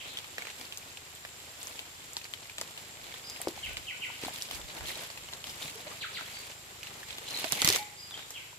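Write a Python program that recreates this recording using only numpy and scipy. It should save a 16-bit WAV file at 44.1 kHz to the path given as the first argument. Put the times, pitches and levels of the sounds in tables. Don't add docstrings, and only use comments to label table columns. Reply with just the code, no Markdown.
import sys
import numpy as np
from scipy import signal
from scipy.fft import rfft, irfft, next_fast_len
from scipy.io import wavfile

SR = 44100
rng = np.random.default_rng(int(sys.argv[2]) if len(sys.argv) > 2 else 0)


def store_pcm(level_fs):
    pcm = np.round(np.clip(level_fs, -1, 1) * 32767).astype(np.int16)
    wavfile.write(sys.argv[1], SR, np.atleast_2d(pcm).T)


N = 378378
T = np.arange(N) / SR

# (swish_db, crackle_db, soil_db)
STIRRING_DB = (-54, -58.5, -57)


def amp(db):
    return 10 ** (np.asarray(db) / 20)


def unit(x):
    return x / np.sqrt(np.mean(x ** 2))


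def curve(rows):
    return amp(np.interp(T, *np.transpose(rows)))


def add(out, s, x):
    i = max(int(s * SR), 0)
    out[:, i:i + x.shape[1]] += x[:, :max(N - i, 0)]


def colour(x, points):
    n = next_fast_len(x.shape[-1], True)
    hz, db = np.transpose(points)
    bins_hz = np.fft.rfftfreq(n, 1 / SR)
    gain = amp(np.interp(np.log(bins_hz + 1), np.log(hz), db))
    return irfft(rfft(x, n) * gain, n)[..., :x.shape[-1]]


def ring(x, hz, q):
    b, a = signal.iirpeak(min(hz, SR / 3), max(q, 2.5 * hz / SR), SR)
    return signal.lfilter(b, a, x)


def walk(rate):
    return np.interp(T * rate, np.arange(1024), rng.standard_normal(1024))


def diffuse(x, port_gap_m=0.15):
    n = next_fast_len(x.shape[1], True)
    alike = .9 * np.sinc(2 * np.fft.rfftfreq(n, 1 / SR) * port_gap_m / 343)
    mid, side = irfft(rfft(x, n) * np.sqrt([1 + alike, 1 - alike]), n)[:, :x.shape[1]]
    return np.array([mid + side, mid - side])


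def air(points):
    return unit(colour(diffuse(rng.standard_normal((2, N))), points))


def ports(x, pan_db, lag_ms):
    k = int(round(abs(lag_ms) * SR / 1000))
    late, early = np.pad(x, (k, 0)), np.pad(x, (0, k))
    pair = [late, early] if lag_ms > 0 else [early, late]
    return np.array(pair) * amp([[pan_db / 2], [-pan_db / 2]])


def burst(t60, size=2048, lump_db=0):
    x = rng.standard_normal(size) * np.exp(-np.log(1000) * np.arange(size) / SR / t60)
    x = x * amp(lump_db * rng.standard_normal(size).clip(-3, 3))
    return x / np.linalg.norm(x)


def trunks(x, near_t60=.4, far_t60=1.25, far_db=-16.5, onset_s=0.005, lump_db=5.5):
    t = T[:SR]
    fade = amp(-60 * t / near_t60) + amp(far_db) * amp(-60 * t / far_t60)
    lumps = amp(lump_db * np.clip(rng.standard_normal(SR), -3, 3))
    paths = rng.standard_normal((2, SR)) * lumps
    echo = diffuse(paths) * fade * (1 - np.exp(-t / onset_s))
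    echo = echo / np.linalg.norm(echo, axis=1, keepdims=True)
    return signal.fftconvolve(x, echo, axes=1)[:, :N]


def hush():
    # (freq_hz, gain_db)
    hush_colour = [(20, -9), (45, -20), (90, 6), (170, -18.5), (350, -1), (650, -4), (1200, -1.5),
                   (2600, -1), (4000, -1.5), (5800, -4.5), (8000, -8), (9200, -9.5), (14000, -8.5),
                   (16000, -40)]
    return air(hush_colour) * amp(-52.0 + 1.4 * walk(2.51))


def engine(firing_hz=26.2):
    # (multiple of the firing rate, level_db)
    harmonics = [(2, -76.5), (3, -70.5), (4, -69), (5, -69.5), (6, -73.5), (7, -76.5), (8, -99)]
    # (time_s, level_db)
    engine_level = [(0, -1.5), (2, -2), (4, 0), (6.5, 3), (8.58, -1.5)]
    turns = np.cumsum(firing_hz * (1 + 0.0029 * walk(1.91))) / SR
    thump = np.zeros(N)
    for multiple, db in harmonics:
        level = np.sqrt(2) * amp(db + 2.5 * walk(4.2))
        thump += level * np.cos(2 * np.pi * multiple * turns)
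    return thump * curve(engine_level) * amp([[.3], [-.3]])


def insects(flutter_db=2.0):
    # (centre_hz, width_hz of each of two resonances, level_db)
    chorus_bands = [(7476, 160, -60), (7300, 1180, -58)]
    out = np.zeros((2, N))
    for hz, width_hz, db in chorus_bands:
        q = hz / width_hz
        chorus = ring(ring(rng.standard_normal((2, N)), hz, q), hz, q)
        out += unit(chorus) * amp(db + flutter_db * walk(40))
    return out


def swell(full_s, hold_s, attack_s=0.036, release_s=0.037):
    rise = np.clip((T - full_s) / attack_s + 1, 0, 1) ** 2
    return rise * np.exp(-np.clip((T - full_s - hold_s) / release_s, 0, 20))


def buffet(draught_db=-72):
    # (full_s, hold_s, level_db)
    air_puffs = [(3.023, 0.047, -66), (3.538, 0.11, -65), (3.656, 0.13, -52.5), (4.23, .05, -60),
                 (4.535, 0.12, -52.5), (4.812, 0.046, -49), (5.2, 0.47, -70), (7.06, 0.037, -66),
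                 (7.62, 0.13, -58)]
    # (freq_hz, gain_db)
    buffet_colour = [(15, -29), (45, 7.5), (80, 3.5), (130, -1), (300, -25), (1000, -63)]
    strength = amp(draught_db)
    for full_s, hold_s, db in air_puffs:
        strength = strength + amp(db) * swell(full_s, hold_s)
    rumble = unit(colour(rng.standard_normal((2, N)), buffet_colour))
    return rumble * strength * amp([[-1.5], [1.5]])


def foliage(hz, depth_db=6, spacing_hz=220):
    dips = rng.standard_normal(64).clip(-2, 1)
    return unit(amp(depth_db * np.interp(hz / spacing_hz, np.arange(64), dips)))


def birds(fade_db=5, scatter_db_per_octave=2.5):
    # (start_s, kind, pitch_ratio, level_db, echo_over_direct_db)
    calls = [(0.0, "zigzag", 1.0, -39.5, 8), (3.238, "peep", 1.01, -44, 2),
             (3.624, "whistle", 0.97, -35, 3), (3.863, "whistle", 0.95, -34.5, 5),
             (4.004, "whistle", 0.95, -33, 6), (4.856, "chirrup", 1.22, -44, 3),
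             (5.752, "hoot", 0.7, -46, -5), (5.864, "hoot", 0.95, -44.5, -8), (5.91, "hoot", 1.9, -53, -5),
             (5.999, "sweep", 0.95, -35, 5), (6.137, "sweep", 1, -36, 4), (6.33, "peep", 0.94, -49, 2),
             (7.276, "warble", 1.0, -36, -2), (7.447, "hoot", 1.03, -38, -21),
             (7.572, "slur", 0.97, -33.5, 8), (7.783, "coo", 0.98, -41.5, -3),
             (7.972, "peep", 1, -46.5, 5.5), (8.118, "chirrup", 1.01, -40.5, -4.5),
             (8.172, "twitter", 1.0, -47.5, 8), (8.334, "whistle", 1.01, -39.5, 8.5)]
    songs = {"whistle": [(0, .056, 3520, 1900, 0, 1), (.056, .026, 1590, 1520, -16, 1)],
             "sweep": [(0, .062, 5500, 1260, 0, 1.9)], "peep": [(0, .03, 4960, 4800, 0, 2),
             (.014, .022, 4950, 5450, -5, 1), (.032, .04, 5250, 4820, 1, 4),
             (.068, .02, 4800, 5050, -5, 1)], "hoot": [(0, .021, 630, 650, 0, 1)],
             "coo": [(0, .056, 875, 848, 0, 1.3)], "warble": [(0, .02, 3850, 4650, -4, .55),
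             (.02, .014, 4850, 5100, -11, 1), (.035, .013, 4050, 4550, 0, 1),
             (.068, .011, 4050, 4250, 3, .6), (.078, .006, 4650, 4950, -5, 1),
             (.084, .012, 4350, 3930, 2, 2), (.096, .013, 4400, 3850, 2, 1.5)],
             "slur": [(0, .03, 2700, 2000, -1, 1.3), (.05, .04, 1950, 2300, 0, 1),
             (.143, .036, 1950, 2650, -1.5, 1)], "chirrup": [(0, .018, 3600, 3330, -3, 1),
             (.02, .026, 3080, 3400, 1, .7)], "twitter": [(0, .012, 3400, 4050, -2, 1),
             (.021, .018, 4000, 3350, 0, 1.3), (.044, .014, 3400, 3950, -3, 1)],
             "zigzag": [(0, .014, 3500, 1950, 3, 1), (.035, .03, 2000, 4500, -3.5, 1),
             (.08, .03, 4600, 3000, -3, 1), (.13, .04, 4000, 1900, -6, 1)]}
    direct, scattered = np.zeros((2, 2, N))
    wobble = 1 + .011 * walk(260)
    for s, kind, pitch, db, echo_db in calls:
        for delay, length, start_hz, end_hz, note_db, ease in songs[kind]:
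            n, i = int(length * SR), max(int((s + delay) * SR), 0)
            progress = np.linspace(0, 1, n)
            glide_hz = end_hz + (start_hz - end_hz) * (1 - progress) ** ease
            hz = pitch * glide_hz * wobble[i:i + n]
            note = np.sin(2 * np.pi * np.cumsum(hz) / SR) * signal.windows.tukey(n, .35)
            level = np.sqrt(2) * amp(db + note_db - fade_db * progress ** 2)
            note = note * level / np.hypot(1, amp(echo_db))
            tilt_db = scatter_db_per_octave * np.log2(hz / hz.mean())
            add(direct, s + delay, ports(note * foliage(hz) * amp(-tilt_db), 1.0, -.05))
            add(scattered, s + delay, ports(note * amp(echo_db + tilt_db), 0, 0))
    return direct + trunks(scattered)


def effort():
    # (full_s, hold_s, soft leaf swish_db, litter crackle_db, soil crunch_db)
    footsteps = [(0.41, .1, -48, -72, -58), (0.588, 0.054, -57, -53.5, -54),
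                 (1.595, 0.2, -69.5, -57, -59.5), (2.595, 0.24, -66.5, -62, -59),
                 (3.05, .11, -48.5, -70, -59), (3.272, 0.22, -53, -59, -55),
                 (3.572, 0.14, -45.5, -55.5, -54), (4.218, 0.067, -45, -53.5, -52),
                 (4.343, 0.11, -48, -50.5, -77), (4.528, 0.025, -49, -48, -55), (4.69, .02, -46, -54, -54),
                 (4.751, .025, -48, -53, -44), (4.846, .185, -48, -51, -49), (4.878, .02, -46, -46, -58),
                 (5.47, 0.04, -54, -50, -51.5), (5.61, 0.07, -51.5, -50.5, -55.5),
                 (5.87, .05, -52, -67, -53), (6.262, 0.24, -49.5, -56, -57),
                 (6.835, 0.042, -51.5, -72, -66), (7.084, 0.023, -41.5, -53.5, -60.5),
                 (7.285, .04, -52, -51, -50), (7.36, .25, -42, -46, -48.5),
                 (7.652, .105, -41, -36.5, -43.5), (8.154, .06, -46.5, -66, -51.5)]
    # (time_s, level_db)
    movement = [(0, 0.5), (1.2, -1.5), (2.3, -1.5), (3.1, 0.5), (4.8, 1.5), (6.3, 2.5), (6.65, -3.5),
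                (7.4, 6.5), (8.05, -4.5), (8.58, -8)]
    power = np.outer(amp(STIRRING_DB), curve(movement)) ** 2
    for full_s, hold_s, *db in footsteps:
        power += np.outer(amp(db), swell(full_s, hold_s)) ** 2
    return np.sqrt(power)


def grains(rate, spread_db, ring_t60, count=24):
    out = np.zeros((2, N))
    for hz in np.geomspace(1500, 12000, count):
        leaf = ring(burst(ring_t60, size=256), hz, 0.97)
        leaf = ports(leaf, rng.normal(-1.0, 0.64), rng.normal(0.022, .2))
        chance = rng.random((3, 4000))
        happens = chance[2] < rate * T[-1] / count / chance.shape[1]
        when, size, _ = chance[:, happens]
        size = amp(-spread_db * np.log(size + .01))
        at = (when * N).astype(int)[:, None] + np.arange(leaf.shape[1])
        out += [np.bincount(at.ravel(), np.outer(size, side).ravel(), N)[:N] for side in leaf]
    return unit(out)


def undergrowth(swish_db=-1, crackle_db=4, uneven_db=1.5):
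    # (freq_hz, gain_db)
    litter_colour = [(300, 6), (1400, -15), (2600, 5.5), (5000, 2.5), (7800, 1.5), (9200, -0.5),
                     (11000, 2.5), (14500, -4.5), (16000, 0)]
    leaf_colour = [(500, -0.5), (1500, -4.5), (2200, 2.5), (2700, -2.5), (4000, -2), (5500, -10.5),
                   (8000, -7.5), (10000, -28)]
    soil_colour = [(60, -44), (150, -2), (400, -2.5), (800, -0.5), (1300, -5), (2000, -4.5), (4000, -40)]
    crackle = unit(colour(grains(rate=1800, spread_db=3.5, ring_t60=0.022), litter_colour))
    swish = unit(colour(grains(rate=3200, spread_db=5.0, ring_t60=0.014), leaf_colour))
    soil = unit(air(soil_colour) * amp(3.36 * walk(90))) * amp([[.8], [-.8]])
    brush, crush, press = effort() * amp(uneven_db * walk(14))
    return swish * brush * amp(swish_db) + crackle * crush * amp(crackle_db) + soil * press


def knocks(scuff_db=-11, contact_s=0.00044):
    # (start_s, level_db, pitch_hz, t60_s)
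    foot_knocks = [(.611, -40, 298, 0.031), (2.613, -37, 825, 0.048), (3.402, -29, 680, 0.015),
                   (3.472, -10.5, 525, 0.009), (3.4742, -23, 355, 0.03), (3.4863, -26, 347, 0.031),
                   (3.576, -32.5, 830, .022), (4.1, -33, 940, 0.02), (4.236, -22, 370, 0.01),
                   (4.262, -33, 290, 0.03), (4.282, -23.5, 743, 0.018), (5.65, -37, 147, 0.064),
                   (7.443, -27.5, 355, 0.018), (7.524, -37, 149, .087), (7.645, -24, 153, 0.037),
                   (7.676, -25.5, 330, 0.038), (7.689, -32, 105, 0.077), (7.698, -29.5, 395, 0.065),
                   (7.749, -26, 507, 0.02), (8.529, -39.5, 960, 0.017)]
    out, t = np.zeros((2, N)), T[:SR // 5]
    for s, db, hz, t60 in foot_knocks:
        scuff = unit(ring(ring(rng.standard_normal(len(t)), hz, 0.73), hz, 0.73))
        tone = np.sin(2 * np.pi * hz * t)
        knock = (tone + amp(scuff_db) * scuff) * amp(db - 60 * t / t60)
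        knock = knock * (1 - np.exp(-t / contact_s))
        add(out, s, ports(ring(knock, hz, 0.34), 2.7, .12))
    return out


def twigs(count=170, base_db=-42.5, db_per_db=0.7872, spread_db=2.5, centre_hz=3305, body_db=-17):
    crush = effort()[1] / amp(STIRRING_DB[1])
    at = np.searchsorted(np.cumsum(crush) / crush.sum(), rng.random(count)).clip(0, N - 1)
    size, pitch, side = rng.standard_normal((count, 3)).T.clip(-2, 2)
    db = base_db + db_per_db * 20 * np.log10(crush[at]) + spread_db * size
    hz = centre_hz * 2 ** (.4 * pitch)
    return list(np.column_stack([T[at], db, hz, np.full(count, body_db), 3 * side]))


def snaps(crack_cycles=14, crack_q=0.43, broaden_db_per_db=0.92, crack_db=11.0, break_db=-4.5,
          body_db=10, body_hz=850, body_t60=0.026,
          splinter_t60=0.08, splinter_db=-12, splinter_db_per_db=0.2954, splinter_lump_db=9):
    # (start_s, level_db, pitch_hz, body_level_db, left_minus_right_db)
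    loud_snaps = [(.171, -24, 3240, -32.5, 2.5), (0.186, -26, 3284, -34, -2), (.242, -35, 2400, -12, 2),
                  (0.381, -23.5, 1900, -11, -2), (0.4187, -34, 2240, -20, -1),
                  (0.4206, -27.5, 2300, -16, -2), (.391, -35, 2210, -8, -1.5), (0.451, -36, 2400, -6, 0),
                  (0.469, -30, 2150, -9, -1.5), (.483, -35, 2000, -16, -1), (0.4987, -35, 2740, -13, -0.5),
                  (.5025, -41, 2500, -8, -1), (0.612, -39, 3520, -5, 0.5), (.645, -41, 3420, -10, 1),
                  (0.723, -27.5, 2980, -26, -2.5), (0.773, -26.5, 6620, -27, 2),
                  (.971, -31.5, 2830, -22, 1), (1.15, -38, 7460, -26, -1), (1.249, -29, 1670, -13, -2.5),
                  (1.6292, -31.5, 7460, -30, 9.5), (1.67, -28, 6260, -15.5, 3), (1.7911, -25, 3000, -23, 4),
                  (1.852, -41, 2780, -7, 1.5), (2.132, -32.5, 7470, -28, 2), (2.167, -20, 4640, -17, -0.5),
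                  (2.213, -34, 2560, -26, 1.5), (2.242, -31, 4680, -22, 2.5), (2.252, -33, 2200, -13, -2.5),
                  (2.3362, -23, 2780, -42, 5), (2.454, -37, 2080, -19, 1.5), (2.496, -31, 2420, -20, 1.5),
                  (2.582, -23.5, 3250, -13.5, 1.5), (2.612, -21.5, 4380, -9, 2), (2.775, -30, 2910, -17, 2),
                  (3.04, -45, 4120, -24, -4), (3.066, -37, 2970, -24, 0), (3.14, -30, 3270, -12, -1),
                  (3.298, -29, 5600, -28, 0.5), (3.361, -35, 2840, -19, -1.5),
                  (3.415, -23.5, 9100, -21, 0.5), (3.471, -33, 2220, -14, 1.5), (3.483, -26, 4900, -31, 0),
                  (3.7687, -23, 2620, -21, -3.5), (3.775, -34, 4500, -26, 2), (4.2479, -29, 4800, -8, 1.5),
                  (4.411, -30.5, 3000, -20, 0), (4.4216, -21, 6100, -36, -4), (4.5105, -25, 3200, -14, 2),
                  (4.767, -34, 4200, -27, -2.5), (4.8072, -31.5, 1650, -8, 1.5),
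                  (4.891, -34, 3400, -24, -5), (4.954, -30, 4060, -18, 1), (4.981, -36, 3500, -24, -3.5),
                  (5.101, -33, 4380, -8, -2.5), (5.174, -31.5, 2500, -11, 1.5), (5.286, -35, 3020, -10, -1),
                  (5.3265, -39, 3100, -2.5, 2.5), (5.334, -27, 3960, -16, 2), (5.4403, -26.5, 3100, -22, 1),
                  (5.469, -34, 3260, -14, 0), (5.497, -31, 5000, -24, -1), (5.627, -29, 3850, -30, -0.5),
                  (6.208, -34, 1840, -3, 3), (6.83, -28, 2730, -34, 0), (6.869, -30.5, 2820, -21, 0.5),
                  (7.03, -30.5, 1800, -19, -1), (7.106, -30, 3300, -25, -1), (7.182, -31.5, 3460, -8.5, 2),
                  (7.373, -29, 7050, -26, -1.5), (7.442, -26.5, 3200, -5, -14),
                  (7.4443, -36, 3300, -17, -11), (7.5215, -12, 6300, -18.5, -7.5),
                  (7.529, -21, 3880, -15.5, -4), (7.6174, -11, 4400, -19, -3), (7.6183, -18, 4000, -14, -4),
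                  (7.623, -18.5, 3600, -10, -0.5), (7.646, -10, 5830, -18, -3),
                  (7.652, -19, 3800, -8.5, -5.5), (7.675, -7, 5460, -20, -1), (7.687, -18, 6030, -32, 0),
                  (7.6882, -7.5, 6260, -39, 0.5), (7.6875, -19, 4300, -26, -7),
                  (7.701, -11.5, 5100, -19, -4), (7.7043, -25, 4200, -27, -4.5),
                  (7.7253, -14.5, 5470, -30, -5), (7.733, -25, 2230, -12, -3), (7.7476, -19, 4500, -22, -3),
                  (7.7596, -14, 5000, -17.5, 1), (7.774, -28, 2080, -22, .5),
                  (8.108, -34.5, 3450, -12, -.5), (8.174, -34, 3730, -11, 1.5), (8.192, -37, 3000, -8, 1),
                  (8.305, -29.5, 6200, -16, 0.5)]
    # (freq_hz, gain_db)
    snap_colour = [(60, -12), (150, 3), (500, -2.5), (1400, 0), (3500, 3), (5500, 0.5), (7800, 3.5),
                   (9000, 1), (14500, 6.5), (16000, -18)]
    out = np.zeros((2, N))
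    for s, db, hz, low_db, pan_db in loud_snaps + twigs():
        tear = burst(crack_cycles / hz)
        fracture = amp(break_db) * signal.unit_impulse(len(tear)) + tear
        q = crack_q * amp(-broaden_db_per_db * db)
        crack = ring(ring(fracture, hz, q), hz, 0.15)
        body = ring(burst(body_t60), body_hz, 0.97)
        body = amp(low_db + body_db) * body / np.linalg.norm(body)
        stick = crack / np.linalg.norm(crack) + body
        splinters = np.array([burst(splinter_t60, lump_db=splinter_lump_db) for _ in range(2)])
        tail = ring(splinters, hz, 0.88)
        tail_db = splinter_db - splinter_db_per_db * db
        lag_ms = np.clip(-.07 * pan_db, -.2, .2) + rng.normal(0, 0.043)
        add(out, s + .001, ports(stick, pan_db, lag_ms) * amp(db + crack_db))
        add(out, s + .002, tail / np.linalg.norm(tail[0]) * amp(db + crack_db + tail_db))
    return colour(out, snap_colour)


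def scene():
    forest = hush() + engine() + insects() + buffet() + birds()
    steps = undergrowth() + knocks() + snaps()
    return forest + steps + amp(-19.0) * trunks(steps)


def record(dry, top_hz=15400):
    rounded = .9 * np.tanh(dry / .9)
    return signal.sosfilt(signal.ellip(8, .2, 70, top_hz, fs=SR, output="sos"), rounded)


dry = scene()
out = record(dry)
store_pcm(out)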